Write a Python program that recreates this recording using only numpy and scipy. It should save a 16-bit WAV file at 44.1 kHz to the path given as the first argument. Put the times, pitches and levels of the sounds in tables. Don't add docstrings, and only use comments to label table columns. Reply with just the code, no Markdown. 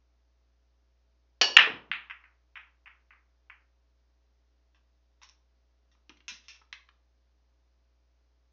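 import sys
import numpy as np
from scipy import signal
from scipy.fft import rfft, irfft
from scipy.io import wavfile
from scipy.ndimage import uniform_filter1d, minimum_filter1d

SR = 44100
rng = np.random.default_rng(int(sys.argv[2]) if len(sys.argv) > 2 else 0)


def materialize(psi):
    bounded = np.clip(np.atleast_2d(psi).T, -1, 1)
    quanta = np.round(bounded * 32767).astype(np.int16)
    wavfile.write(sys.argv[1], SR, quanta)


N = 375732
LENGTH = 32768
T = np.arange(LENGTH) / SR
HZ = np.fft.rfftfreq(LENGTH, 1 / SR)


def amp(db):
    return 10 ** (np.asarray(db) / 20)


def unit(x):
    return x / np.sqrt(np.sum(x ** 2) + 1e-20)


def read_curve(points, hz):
    point_hz, value = np.transpose(points)
    return np.interp(np.log(hz + 1), np.log(point_hz + 1), value)


def add(mix, start_s, sound):
    part = mix[round(start_s * SR):][:len(sound)]
    part += sound[:len(part)]


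def colour(x, gain_db):
    both_sides_db = np.r_[gain_db, gain_db[-2:0:-1]]
    log_gain = np.log(amp(both_sides_db))
    response = np.exp(np.conj(signal.hilbert(log_gain)))[:len(HZ)]
    return irfft(rfft(x) * response)


def echo(x, delay_ms):
    return np.interp(T - delay_ms / 1000, T, x, left=0)


def decay(t60):
    return amp(-60 * T / t60)


def ring(modes):
    total = 0
    for pitch_hz, level_db, t60_s in modes:
        tone = decay(t60_s) * np.cos(2 * np.pi * pitch_hz * T)
        total = total + amp(level_db) * unit(tone)
    return total


def rattle(t60, snap):
    chatter = unit(rng.standard_normal(LENGTH) * decay(t60))
    chatter[0] += snap
    return unit(chatter)


# delay_ms, level_db
WALL_ECHOES = [(11.6, -13), (14.2, -14), (16.2, -11.5), (20.2, -9.5)]
# frequency_hz, t60_s
ROOM_DECAY = [(120, 0.28), (400, 0.67), (900, 0.4403), (1500, 0.34), (2500, 0.3), (4500, .32), (7000, 0.27)]


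def room(x, room_db, walls_db=-2, build_s=.012, early=0.98):
    hz, t, noise = signal.stft(rng.standard_normal(LENGTH), SR, nperseg=256)
    t60 = read_curve(ROOM_DECAY, hz)[:, None]
    tail = signal.istft(noise * amp(-60 * t / t60), SR, nperseg=256)[1][:LENGTH]
    tail = unit(tail * np.where(T < build_s, early, 1))
    wet = unit(signal.fftconvolve(x, tail)[:LENGTH])
    for delay_ms, level_db in WALL_ECHOES:
        wet = wet + amp(level_db + walls_db) * echo(unit(x), delay_ms)
    return x + amp(room_db) * np.linalg.norm(x) * unit(wet)


# pitch_hz, level_db (rms)
HUM_TONES = [(59.95, -69), (119.9, -91), (307, -94), (419.7, -94), (539.6, -92.5), (659.5, -93)]
# (per Hz, relative)
HISS_COLOUR = [(20, -13.5), (100, -10.5), (160, -3.5), (290, -1), (500, -7), (790, -5), (1300, -8.5),
               (2000, -11), (3200, -13.5), (5200, -12.5), (6300, -16), (7000, -24), (7600, -29)]


def background(hiss_db=-81.5):
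    t = np.arange(N) / SR
    hum = np.zeros(N)
    for pitch_hz, level_db in HUM_TONES:
        hum += amp(level_db) * np.sqrt(2) * np.sin(2 * np.pi * (pitch_hz * t + rng.random()))
    gain = amp(read_curve(HISS_COLOUR, np.fft.rfftfreq(N, 1 / SR)))
    hiss = irfft(rfft(rng.standard_normal(N)) * gain, N)
    return hum + amp(hiss_db) * hiss / hiss.std()


# start_s, level_db (energy)
STROKE_CONTACTS = [(1.4130, 3.5), (1.4145, 3.5), (1.4181, 5.5)]
# frequency_hz, gain_db
CRACK_COLOUR = [(50, -55), (130, -33), (220, -12), (450, -5.5), (1100, -1.5), (1500, -3), (2000, -6.5),
                (2500, 2), (3900, 2), (5200, 0.5), (6200, -9), (7000, -13.5), (7500, -27)]
# pitch_hz, level_db (energy), t60_s
SHAFT_MODES = [(1718.3, -4, 0.1399), (2600, -11.5, 0.08059), (2829, -8.5, 0.3), (2920, -1, 0.27),
               (3814, -14.5, .15), (4310, -11.5, .12), (4510, -3.5, .26), (4480, -7.5, 0.25),
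               (4604, -9, .27), (5474, -13, .26), (5530, -9, .32), (5737, -10.5, .24)]


def cue_stroke(crack_t60=.018, snap=.15, room_db=-2.5, ring_db=3.0, ring_room_db=-1, ring_rise_s=0.0014):
    out = np.zeros(N)
    for start_s, level_db in STROKE_CONTACTS:
        crack = unit(colour(rattle(crack_t60, snap), read_curve(CRACK_COLOUR, HZ)))
        add(out, start_s, amp(level_db) * room(crack, room_db))
    shaft = ring(SHAFT_MODES) * (1 - np.exp(-T / ring_rise_s))
    add(out, STROKE_CONTACTS[0][0], amp(ring_db) * room(shaft, ring_room_db, walls_db=-15.5))
    return out


# start_s, level_db (energy), pitch_hz
THUMP_BLOWS = [(1.498, -19.5, 469.7), (1.597, -22.5, 210), (1.6728, -12, 439), (1.702, -24, 229),
               (1.734, -24.5, 128), (1.745, -23.5, 285), (1.846, -42, 256), (1.9, -32, 193),
               (6.095, -32, 310), (6.318, -37.5, 225)]


def thumps(t60=.034, room_db=-2, rise_s=0.00069, count=3, rebound_s=.023, rebound_db=-9.5, rebound_pitch=0.75):
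    out = np.zeros(N)
    for start_s, level_db, pitch_hz in THUMP_BLOWS:
        for k in range(count):
            tone = ring([(pitch_hz * rebound_pitch ** k, 0, t60)])
            blow = unit(tone * (1 - np.exp(-T / rise_s)))
            add(out, start_s + k * rebound_s, amp(level_db + k * rebound_db) * room(blow, room_db))
    return out


# frequency_hz, gain_db
CLICK_COLOUR = [(60, -41), (200, -30.5), (550, -23.5), (800, -9), (1100, -1.5), (1700, 3), (2500, 6),
                (3300, -2), (4000, -10), (4600, -14.5), (5600, -15.5), (6500, -23), (7500, -34)]


def contact(strength_db, touch_ms=.305, law=.165):
    ms = touch_ms * amp(-law * strength_db)
    force = np.sin(np.pi * np.minimum(T * 1000 / ms, 1)).clip(0) ** 1.5
    return unit(colour(np.diff(force, prepend=0), read_curve(CLICK_COLOUR, HZ)))


# start_s, level_db (energy)
RACK_BURSTS = [(1.5672, 17), (1.5711, 15), (1.5890, -0.5), (1.5930, 5)]


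def rack(share_db=-5, hop_ms=.355, jitter=0.11, hop_gain_db=1.43, chain_db=1.5, chain_room_db=-14,
         spray_db=-3, spray_t60=.01, spray_room_db=0.1, count=9):
    out = np.zeros(N)
    for start_s, level_db in RACK_BURSTS:
        click = contact(level_db + share_db)
        hops = hop_ms * (np.arange(count) + jitter * rng.standard_normal(count))
        chain = unit(sum(amp(hop_gain_db * k) * echo(click, ms) for k, ms in enumerate(hops)))
        spray = unit(signal.fftconvolve(rattle(spray_t60, .5), click)[:LENGTH])
        for sound, part_db, wet_db in [(chain, chain_db, chain_room_db), (spray, spray_db, spray_room_db)]:
            heard = room(sound, wet_db, walls_db=-3.5, build_s=0.013, early=0.4)
            add(out, start_s, amp(level_db + part_db) * heard)
    return out


# frequency_hz, gain_db
SLATE_COLOUR = [(100, -28.5), (220, -14), (450, -7), (750, -1.5), (1050, 3), (1400, 1), (2200, -16.5),
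                (5000, -49)]


def table(level_db=-2.0, t60=0.38, room_db=0):
    out = np.zeros(N)
    chatter = unit(colour(rattle(t60, 0), read_curve(SLATE_COLOUR, HZ)))
    add(out, RACK_BURSTS[0][0], amp(level_db) * room(chatter, room_db))
    return out


def jostle(level_db=-3, after_s=0.027, spread_s=.1, fall_db_per_s=170, scatter_db=3, hard_db=12,
           room_db=-3, count=8):
    out = np.zeros(N)
    for k, (when, size) in enumerate(rng.random((count, 2))):
        late_s = spread_s * ((k + when) / count) ** 1.5
        strength_db = scatter_db * (2 * size - 1) - fall_db_per_s * late_s
        clack = room(contact(hard_db + strength_db), room_db)
        add(out, RACK_BURSTS[0][0] + after_s + late_s, amp(level_db + strength_db) * clack)
    return out


# start_s, level_db (energy sent into the room), aimed_db (share aimed at the microphone),
# ceiling_ms (delay of the ceiling echo)
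BALL_CLICKS = [(1.9152, -1.5, -4, 2.5), (2.0989, -15.5, -4.5, 4.4), (2.1086, -19.5, 2.5, 3.85),
               (2.2394, -27.5, -6, 2.9), (2.5557, -12.5, -12, 3.8), (2.8589, -19.5, -13.5, 4.0),
               (3.1068, -27.5, -6, 3.38), (3.1333, -38, -1, 3.6), (3.4992, -22, -3, 4)]


def clicks(near_ms=1.876, near_db=-4, ceiling_db=0, walls_db=-7, sideways=0.58):
    out = np.zeros(N)
    for start_s, level_db, aimed_db, ceiling_ms in BALL_CLICKS:
        click = contact(level_db)
        near = amp(near_db) * echo(click, near_ms)
        ceiling = amp(ceiling_db) * echo(click, ceiling_ms)
        heard = room(click, -aimed_db, walls_db - sideways * aimed_db, build_s=.012, early=.7)
        add(out, start_s, amp(level_db + aimed_db) * (heard + near + ceiling))
    return out


def knock(spectrum, tilt_db, t60, snap):
    octaves = np.log2(np.maximum(HZ, 800) / 800)
    return unit(colour(rattle(t60, snap), read_curve(spectrum, HZ) + tilt_db * octaves))


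# start_s, level_db (energy), tilt_db (brightness per octave), ring_db
TAP_BLOWS = [(4.747, -48.5, -6, -9), (5.217, -34.5, -6, -15), (5.225, -35, 1.5, -25), (5.916, -49, -3, -24),
             (6.2816, -17.5, 3, -7), (6.441, -42.5, 2, -22), (6.4835, -27.5, 4, -3.5),
             (6.545, -41, -1.5, -3.5)]
# frequency_hz, gain_db
LIGHT_COLOUR = [(250, -34.5), (650, -14.5), (1000, 0), (1700, 1), (2300, 2), (3500, 6), (4500, -2),
                (5500, 5), (6400, 0), (7100, -22.5)]
# pitch_hz, level_db (energy), t60_s
TAP_RING = [(2424, -2.5, 0.021), (2650, 2.5, 0.02), (3468, -10, 0.021), (5390, -4.5, 0.029),
            (5688, -13, 0.025)]


def light_taps(t60=0.07, snap=0.48, room_db=6.0):
    out = np.zeros(N)
    for start_s, level_db, tilt_db, ring_db in TAP_BLOWS:
        tap = knock(LIGHT_COLOUR, tilt_db, t60, snap) + amp(ring_db) * ring(TAP_RING)
        add(out, start_s, amp(level_db) * room(tap, room_db))
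    return out


# start_s, level_db (energy)
FITTING_TICKS = [(5.2335, -28), (5.290, -34.5), (5.2959, -34)]


def ticks(tilt_db=4, t60=0.0083, snap=0.2, room_db=-4):
    out = np.zeros(N)
    for start_s, level_db in FITTING_TICKS:
        tick = knock(LIGHT_COLOUR, tilt_db, t60, snap)
        add(out, start_s, amp(level_db) * room(tick, room_db))
    return out


# start_s, level_db (energy), tilt_db (brightness per octave)
POCKET_KNOCKS = [(5.951, -46.5, -19), (6.0945, -25.5, 4), (6.102, -32.5, -13), (6.171, -40, 6),
                 (6.205, -37, -3), (6.616, -34.5, -12.5), (6.7275, -13, 1.5), (6.8888, -33, -2.5)]
# frequency_hz, gain_db
RETURN_COLOUR = [(100, -46), (250, -12.5), (600, -28.5), (900, -6), (1300, 3.5), (2000, 4.5), (2800, 4.5),
                 (4100, -2.5), (4700, -9.5), (6000, -9), (7000, -31)]


def pocket(t60=0.034, snap=.5, room_db=-5):
    out = np.zeros(N)
    for start_s, level_db, tilt_db in POCKET_KNOCKS:
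        clack = knock(RETURN_COLOUR, tilt_db, t60, snap)
        add(out, start_s, amp(level_db) * room(clack, room_db, walls_db=-13))
    return out


def scene(low_cut_hz=95):
    hits = cue_stroke() + thumps() + rack() + table() + jostle()
    hits += clicks() + light_taps() + ticks() + pocket()
    low_cut = signal.butter(2, low_cut_hz, "highpass", fs=SR, output="sos")
    mix = signal.sosfilt(low_cut, hits) + background()
    return mix[None]


def record(dry, limit=1.35, hold_s=.0008, ceiling=.85, edge_hz=7220):
    hold = round(hold_s * SR) | 1
    gain = limit / np.maximum(abs(dry), limit)
    held = dry * uniform_filter1d(minimum_filter1d(gain, hold), hold)
    squashed = held / (1 + (held / ceiling) ** 6) ** (1 / 6)
    band_limit = signal.firwin(161, edge_hz, window=("kaiser", 8), fs=SR)
    return signal.oaconvolve(squashed, band_limit[None], "same")


dry = scene()
out = record(dry)
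materialize(out)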